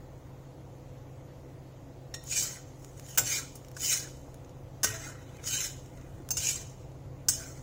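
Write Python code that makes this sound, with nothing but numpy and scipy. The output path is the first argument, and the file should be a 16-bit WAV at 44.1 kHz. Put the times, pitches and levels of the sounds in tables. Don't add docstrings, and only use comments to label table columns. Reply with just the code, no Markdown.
import sys
import numpy as np
from scipy import signal
from scipy.fft import rfft, irfft, next_fast_len
from scipy.io import wavfile
from scipy.ndimage import uniform_filter1d, map_coordinates

SR = 44100
rng = np.random.default_rng(int(sys.argv[2]) if len(sys.argv) > 2 else 0)


def amp(db):
    return 10 ** (np.asarray(db, float) / 20)


def write(x):
    x = np.atleast_2d(x).T
    wavfile.write(sys.argv[1], SR, np.round(np.clip(x, -1, 1) * 32767).astype(np.int16))


N = 336042
T = np.arange(N) / SR


def unit(x):
    return x / np.sqrt(np.mean(x ** 2) + 1e-20)


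def along(points, hz):
    f, v = np.transpose(points)
    return np.interp(np.log(hz + 1), np.log(f + 1), v)


def wobble(rate):
    knots = rng.standard_normal(int(N * rate / SR) + 4)
    return map_coordinates(knots, [T * rate])


def coloured(x, spectrum):
    m = next_fast_len(len(x) + 8192)
    gain = amp(along(spectrum, np.fft.rfftfreq(m, 1 / SR)))
    return irfft(rfft(x, m) * gain, m)[:len(x)]


def patchy(x, depth_db, wide, long):
    z = signal.stft(x, nperseg=256)[2]
    field = uniform_filter1d(rng.standard_normal(z.shape), wide, 0)
    field = uniform_filter1d(field, long, 1)
    return signal.istft(z * amp(depth_db * unit(field)), nperseg=256)[1][:N]


def metal(spectrum, t60, count):
    t = np.arange(round(np.clip(1.5 * t60, .01, .3) * SR)) / SR
    draw = rng.random((count, 4))
    heard = [hz for hz, db in spectrum if db > -40]
    hz = heard[0] + (heard[-1] - heard[0]) * (np.arange(count)[:, None] + draw[:, :1]) / count
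    life = t60 * (.5 + draw[:, 1:2])
    level = amp(along(spectrum, hz) + 6.7 * draw[:, 3:] - 60 * t / life) / np.sqrt(life)
    modes = level * np.sin(2 * np.pi * (hz * t + draw[:, 2:3]))
    ring = modes.sum(0) * (1 - np.exp(-t / 0.00017))
    return ring / np.linalg.norm(ring)


def add(track, s, sound):
    spot = track[round(s * SR):][:len(sound)]
    spot += sound[:len(spot)]


# time in seconds, level in dB.
HOUSE = [
    (0.0, -56.5),
    (0.15, -55.5),
    (1.55, -59.5),
    (2.46, -55.5),
    (2.67, -59.5),
    (3.18, -56.5),
    (3.46, -58),
    (4.9, -53.5),
    (5.16, -55),
    (7.62, -52.5),
]
# frequency in Hz, level in dB per Hz.
RUMBLE = [(12, -50), (20, -7), (75, -1.5), (102, -1.5), (135, -4), (159, -6.5), (187, -10.5), (225, -20.5),
          (261, -8.5), (420, -17), (504, -15), (584, -22), (701, -19.5), (1600, -34.5), (2080, -58),
          (3520, -120)]
# frequency in Hz, level in dB per Hz.
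HISS = [(710, -7.5), (1200, -20.5), (1400, -27), (1750, -3), (2000, -2), (2250, -5), (2980, -7.5),
        (3110, -8), (5410, -11), (6720, -7), (8720, -17), (14000, -15.5), (16000, -14)]


def background():
    strength_db = np.interp(T, *np.transpose(HOUSE))
    rumble = coloured(rng.standard_normal(N), RUMBLE)
    deep = signal.sosfiltfilt(signal.butter(2, 200, fs=SR, output="sos"), rumble)
    hiss = coloured(rng.standard_normal(N), HISS)
    hiss = unit(patchy(hiss, depth_db=1.5, wide=5, long=20))
    deep_db = strength_db + 3
    upper_db = -54 + 0.15 * (strength_db - strength_db.mean())
    low = amp(deep_db) * unit(deep) + amp(upper_db) * unit(rumble - deep)
    return low + amp(-65.5) * hiss


# frequency in Hz, level in dB rms, blur in Hz.
HUM = [(33.96, -63, 4.4), (67.7, -63.5, 5.2), (102.5, -58, 6.8), (131.2, -51, 3.7), (148.7, -63, 2),
       (258.2, -70, 5), (500.5, -62.5, 1.253), (553, -66, 1.45), (607.5, -71, 1.43), (651, -69.5, 1.63),
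       (674, -72, 5.1), (841, -73.5, 1.5), (939, -78, 2.1)]


def hum():
    out = 0
    for hz, db, blur in HUM:
        level = amp(db + 2.5 + 1.1 * wobble(blur))
        out = out + level * np.sin(2 * np.pi * hz * T + 0.86 * wobble(blur))
    return out


# frequency in Hz, t60 in seconds.
KITCHEN = [(300, 0.27), (1500, .2), (3000, 0.62), (7000, 0.36), (15000, 0.22)]


def kitchen(x):
    hz, t, z = signal.stft(rng.standard_normal(SR // 2), SR, nperseg=256)
    decay = amp(-60 * t / along(KITCHEN, hz)[:, None])
    tail = signal.istft(z * decay, SR, nperseg=256)[1]
    late = np.pad(x, (200, 0))
    return signal.fftconvolve(late, tail / np.linalg.norm(tail))[:N]


# start in seconds, peak in dB, frequency in Hz, t60 in seconds.
PAN_TONES = [(3.221, -34.5, 120, 0.18), (4.881, -34.5, 107, 0.41), (6.2, -37, 330, 0.07),
             (4.833, -24, 1500, 0.061), (4.836, -37, 1880, 0.43), (4.9, -36, 1520, .08), (4.93, -43, 660, 0.39),
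             (5.55, -52.5, 92, 0.18), (6.379, -35.5, 87, 0.21), (7.299, -43, 95, 0.35), (7.36, -51, 660, 0.52),
             (7.3, -45.5, 290, 0.25), (4.85, -45.5, 432, 0.8),
             (4.045, -46, 1720, .1),
    (5.085, -43, 1500, .12),
]
# start in seconds, peak in dB, t60 in seconds.
THUDS = [
    (2.138, -45, 0.15),
    (3.178, -56, 0.052),
    (3.178, -31, 0.3),
    (4.281, -41.5, 0.023),
    (4.832, -34, 0.027),
    (4.842, -30.5, 0.051),
    (6.304, -41, 0.055),
    (6.954, -50, 0.05),
    (7.288, -38, 0.033),
]
# frequency in Hz, level in dB per Hz.
WALL = [(110, -13.5), (200, -1.5), (400, 1), (900, -1), (1300, -13)]


def rocking():
    out, t = np.zeros(N), np.arange(SR // 2) / SR
    for s, db, hz, t60 in PAN_TONES:
        level = amp(db - 60 * t / t60) * (1 - np.exp(-t / 0.0023))
        add(out, s, level * np.sin(2 * np.pi * hz * t))
    for s, db, t60 in THUDS:
        ring = metal(WALL, t60, count=20)
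        add(out, s, amp(db) * ring / np.abs(ring).max())
    return out


# frequency in Hz, level in dB per Hz.
BODY = [(530, -52), (900, -8.5), (1200, -5), (1490, 3.5), (1730, -7), (1870, -2), (2100, -3), (2730, -40.5),
        (4620, -120)]
FLEX = [(1800, -16.5), (2100, -9), (2700, -4.5), (3050, -3.5), (3350, -9), (3750, -3), (4200, -11.5),
        (4400, -19)]
BOWL = [(4000, -17.5), (4300, -11), (4700, -12), (5100, -4.5), (5600, -2.5), (6100, -2), (7000, 0),
        (7500, -4), (8200, -10), (8800, -12)]
EDGE = [(4880, -23), (8300, -6.5), (9280, 1.5), (9770, -3), (11000, -3), (11500, -9), (12200, -3.5),
        (13300, -2), (14400, -13), (15100, 3.5), (15700, -3)]


def strike(body_db, edge_db, t60):
    groups = ((BODY, body_db - 7.5, .6), (FLEX, body_db - 6.5, .9), (BOWL, 0, 1.01), (EDGE, edge_db, .8))
    out = np.zeros(SR // 3)
    for spectrum, db, share in groups:
        ring = metal(spectrum, t60 * share, count=70)
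        add(out, 0, amp(db) * ring / np.abs(ring).max())
    return out


# start in seconds, peak in dB, body in dB, edge in dB, t60 in seconds.
TOUCHES = [(2.238, -46, 0, 9, 0.024), (2.2773, -39, 0, -9, 0.028), (3.1831, -7.5, -7, -3, 0.017),
           (3.1934, -16, -10, -28, 0.027), (3.257, -21, -11, -17, 0.023), (3.2952, -28, -23, -8, 0.03),
           (3.5538, -38, -7, 3.5, 0.082), (4.845, -13.5, -4, 2, 0.018), (5.4392, -32, 0.5, -13, 0.033),
           (5.473, -17, -11, -17, 0.048), (6.2891, -30.5, 2, -0.5, 0.011), (7.2955, -22.5, -7, -20, 0.046),
           (7.3377, -22, -15, -22.5, 0.03)]
# start in seconds, peak in dB, edge in dB.
TICKS = [(2.69, -50.5, 0), (2.8462, -35, -4), (2.996, -35, -2), (3.064, -38.5, -7), (3.1497, -37, -5),
         (3.6475, -38, -6), (3.684, -42, -1), (3.715, -44, 3), (4.343, -42, 0), (4.4468, -44.5, -21),
         (4.4937, -45.5, -6), (5.169, -51, -4), (5.3693, -41, -2), (5.4154, -54, -21), (5.86, -43, -6),
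         (5.9738, -43.5, -5), (6.013, -44, -15), (6.2204, -49, -3), (6.9177, -51, -11)]


def ticks():
    out = np.zeros(N)
    grains = [(s, db, 0, edge_db, 0.015) for s, db, edge_db in TICKS]
    for s, db, body_db, edge_db, t60 in TOUCHES + grains:
        add(out, s, amp(db - 5.0) * strike(body_db, edge_db, np.clip(t60, .004, .15)))
    return out


# start in seconds, peak in dB, body in dB, chatter in seconds, t60 of the ring in seconds.
CLACKS = [
    (2.1401, -27, -2.5, 0.0086, 0.042),
    (3.1752, -14, -3, 0.015, 0.063),
    (3.766, -34.5, -3.5, 0.0069, 0.047),
    (4.8319, -14, -6, 0.021, 0.068),
    (6.3059, -20.5, -14, 0.01, 0.033),
    (6.3692, -20.5, -10.5, 0.011, 0.046),
    (7.2849, -13.5, -16, 0.0095, 0.067),
]
# frequency in Hz, level in dB, t60 in seconds.
RINGS = [
    [(1880, -18, 0.26), (6300, -9, 0.042), (8900, -16, 0.18)],
    [(1488, -9, 0.11), (5303, -20, 0.19), (6410, -1, 0.087), (7100, -2, 0.079), (7600, 3, 0.11),
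     (7500, -8, 0.23), (8420, -27, 0.13), (11850, -10.5, 0.2), (15060, 9, 0.058)],
    [(1550, 7, 0.017), (6500, -15, .05)],
    [(6450, -5, 0.12), (10860, -12, 0.11), (11800, -10, 0.0813), (12680, -16, 0.061), (1530, 5, 0.029)],
    [(4760, -7.5, 0.046), (6060, 4.5, 0.028), (6315, 4.5, 0.058), (7500, -11, 0.077), (15050, -1, 0.1),
     (1350, -25, 0.049), (2770, -12, 0.02)],
    [(6830, 7, 0.063), (2810, -6, 0.036), (15090, -14, 0.027)],
    [(6280, 9, 0.037), (7040, -12, 0.11), (8153, 4.5, 0.094), (8570, -3, 0.076), (10780, -13.5, 0.11),
     (12150, -23, 0.061), (1540, -8, 0.023), (1910, -28.5, 0.4)],
]


def clacks():
    out, t = np.zeros(N), np.arange(SR // 2) / SR
    for (s, db, body_db, chatter, t60), modes in zip(CLACKS, RINGS):
        edge_db = np.clip(-5.5 + .5 * (db + 13.5), -11, -5.5)
        bumps = rng.standard_normal(1200) * (rng.random(1200) < .04)
        bumps = bumps * np.exp(-(t[:1200] / chatter) ** 4)
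        bumps[0] = 2
        bumps = bumps / np.linalg.norm(bumps)
        ring = 0
        for hz, level, life in modes:
            ring = ring + amp(level - 60 * t / np.clip(life, .02, .36)) * np.sin(2 * np.pi * hz * t)
        ring = ring * (1 - np.exp(-t / .0004))
        crack = rng.standard_normal(400) * amp(-60 * t[:400] / 0.0019)
        add(out, s, amp(db + 2) * signal.fftconvolve(strike(body_db, edge_db, t60), bumps))
        add(out, s, amp(db - 8.5) * signal.fftconvolve(ring, bumps))
        add(out, s, amp(db + edge_db - 11.5) * signal.fftconvolve(np.diff(crack), bumps))
    return out


# full contact in seconds, rise in seconds, hold in seconds, fall in seconds, scrape level in dB.
STROKES = [(2.33, 0.093, 0.1, .2, -30.5), (2.84, 0.2, .01, 0.39, -63.5), (3.14, 0.32, 0.022, 0.038, -51),
           (3.271, 0.038, 0.076, 0.14, -30.5), (3.839, 0.073, 0.09, 0.18, -27.5),
           (4.86, 0.026, 0.016, 0.33, -41.5), (5.022, 0.26, 0.069, 0.11, -47.5),
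           (5.37, 0.71, 0.009, 0.18, -66), (5.476, 0.056, 0.18, 0.13, -35),
           (5.586, 0.062, 0.022, 0.056, -35.5), (6.027, 0.75, .15, 0.23, -74),
           (6.449, 0.12, 0.047, 0.17, -28), (7.318, .03, 0.0064, 0.45, -41.5),
           (7.407, 0.027, 0.051, 0.1, -57.5)]
# pan body in dB, blade flex in dB, blade edge in dB,
# deepest bend in seconds after contact, its tone in Hz.
GRIPS = [(-21, -14, -10, .006, 2620), (-19, -20, -5, 0.011, 2600), (-13.5, -10.5, -5.5, 0.011, 2800),
         (-16.5, -10.5, -9.5, 0.074, 2250), (-20.5, -13.5, -8, .045, 2700), (-7.5, -9.5, -7.5, 0.056, 2600),
         (-4, -14.5, -11.5, 0.018, 2600), (4, 0, -6, 0.0093, 2400), (-15, -11, -9, .04, 2800),
         (-17.5, -5.5, -11, .01, 2720), (4, -3.5, 0, .01, 2500), (-22, -12.5, -10.5, 0.012, 2680),
         (-17.5, -17.5, -9, .01, 3000), (-2, -4, -5, .05, 2300)]


def strokes():
    s, rise, hold, fall, loss_db = np.abs(np.transpose(STROKES))[:, :, None]
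    body_db, flex_db, edge_db, bend_s, bend_hz = np.transpose(GRIPS)[:, :, None]
    t = T[::64]
    after = np.clip(t - s - hold, 0, None)
    swing_db = 30
    early = swing_db * (np.clip(s - t, 0, None) / rise) ** 1.28
    late = swing_db * (after / fall) ** 0.97
    settle = 66 * after + 19
    high = early + np.minimum(late, settle)
    low = early + np.minimum(late, settle + 4)
    kept = early + (1 - 0.64) * late + 1.5 * np.clip(late - 21.5, 0, None)
    levels = (body_db - kept, flex_db - low, -high, edge_db - high, body_db - 7.5 - kept)
    gains = [np.sqrt(np.sum(amp(level - loss_db) ** 2, axis=0)) for level in levels]
    lead = np.argmax(levels[1] - loss_db, axis=0), np.arange(len(t))
    bow_s, sink_hz_per_s = .05, 3500
    off = t - s - bend_s
    flex_hz = (bend_hz - sink_hz_per_s * np.clip(off, -bow_s, bow_s))[lead]
    bow_db = 13 * np.exp(-(off[lead] / bow_s) ** 2)
    return [np.interp(T, t, curve) for curve in gains + [flex_hz, bow_db]]


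def grit(rate, spread_db):
    hit = rng.random(N) < rate / SR
    push = rng.standard_normal(N)
    return unit(hit * push * amp(spread_db * np.minimum(rng.exponential(size=N), 4.5)))


def bent(x, centre_hz, width_hz, lift_db):
    hz, t, z = signal.stft(x, SR, nperseg=512)
    bump = np.exp(-((hz[:, None] - np.interp(t, T, centre_hz)) / width_hz) ** 2)
    return signal.istft(z * amp(np.interp(t, T, lift_db) * bump), SR, nperseg=512)[1][:N]


def scrape():
    *gains, flex_hz, bow_db = strokes()
    force = grit(rate=4000, spread_db=2.5) * amp(1.4 * wobble(40) + 1.2 * wobble(150))
    # spectrum, t60 in seconds, patchiness in dB
    groups = ((BODY, .045, 3.5), (FLEX, .04, 2.2), (BOWL, .055, 2.2), (EDGE, .03, 2.5), (WALL, .05, 3))
    out = np.zeros(N)
    for (spectrum, t60, patchy_db), gain in zip(groups, gains):
        spot = np.pi * wobble(8)
        rung = np.zeros(N)
        for blend in (np.sin, np.cos):
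            rung += signal.oaconvolve(force * blend(spot), metal(spectrum, t60, count=100))[:N]
        rung = unit(patchy(rung, depth_db=patchy_db, wide=2, long=10))
        if spectrum is FLEX:
            rung = bent(rung, flex_hz, width_hz=340, lift_db=bow_db)
        out += gain * rung
    return out


def scene():
    hits, stroke = clacks() + ticks(), scrape()
    room = kitchen(amp(-10.5) * hits + amp(-12.5) * stroke)
    return (stroke + hits + room + rocking() + hum() + background())[None]


# frequency in Hz, step in dB.
COARSE = [(1500, -14), (2500, -3), (3300, 2), (4600, 5), (5600, -3), (7400, -3), (8200, 7.5), (15000, 7)]


def starved(x, chance_db, size=1024):
    n, k = np.arange(2 * size), np.arange(size)
    window = np.sin(np.pi * (n + .5) / (2 * size))[:, None]
    basis = window * np.cos(np.pi / size * np.outer(n + .5 + size / 2, k + .5)) * np.sqrt(2 / size)
    blocks = np.pad(x, (size, 2 * size - N % size)).reshape(-1, size)
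    lines = np.hstack([blocks[:-1], blocks[1:]]) @ basis
    hz = (k + .5) * SR / (2 * size)
    masking = np.sqrt(np.abs(uniform_filter1d(lines ** 2, size=90, axis=1)) + 1e-20)
    luck = rng.standard_normal((len(lines), size // 8))
    luck = unit(uniform_filter1d(luck, size=4, axis=0))
    step = masking * np.repeat(amp(chance_db * luck), 8, axis=1) * amp(along(COARSE, hz))
    rounded = np.sign(lines) * np.floor(np.abs(lines) / step + .4054) * step * (hz < 15800)
    power = (np.diff(blocks.ravel(), prepend=0) ** 2).reshape(-1, 128).mean(1)
    sudden = power > amp(22) * np.roll(uniform_filter1d(power, size=5), 3)
    sudden = sudden.reshape(len(blocks), -1).any(1)
    attack = (sudden[:-1] | sudden[1:])[:, None]
    frames = np.where(attack, lines * amp(-18 * (hz > 15900)), rounded) @ basis.T
    return (frames[1:, :size] + frames[:-1, size:]).ravel()[:N]


def top_cut(x):
    return signal.sosfilt(signal.butter(12, 16790, fs=SR, output="sos"), x)


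def record(dry):
    mix = starved(dry[0], chance_db=4.5)[None]
    return top_cut(mix)


dry = scene()
out = record(dry)
write(out)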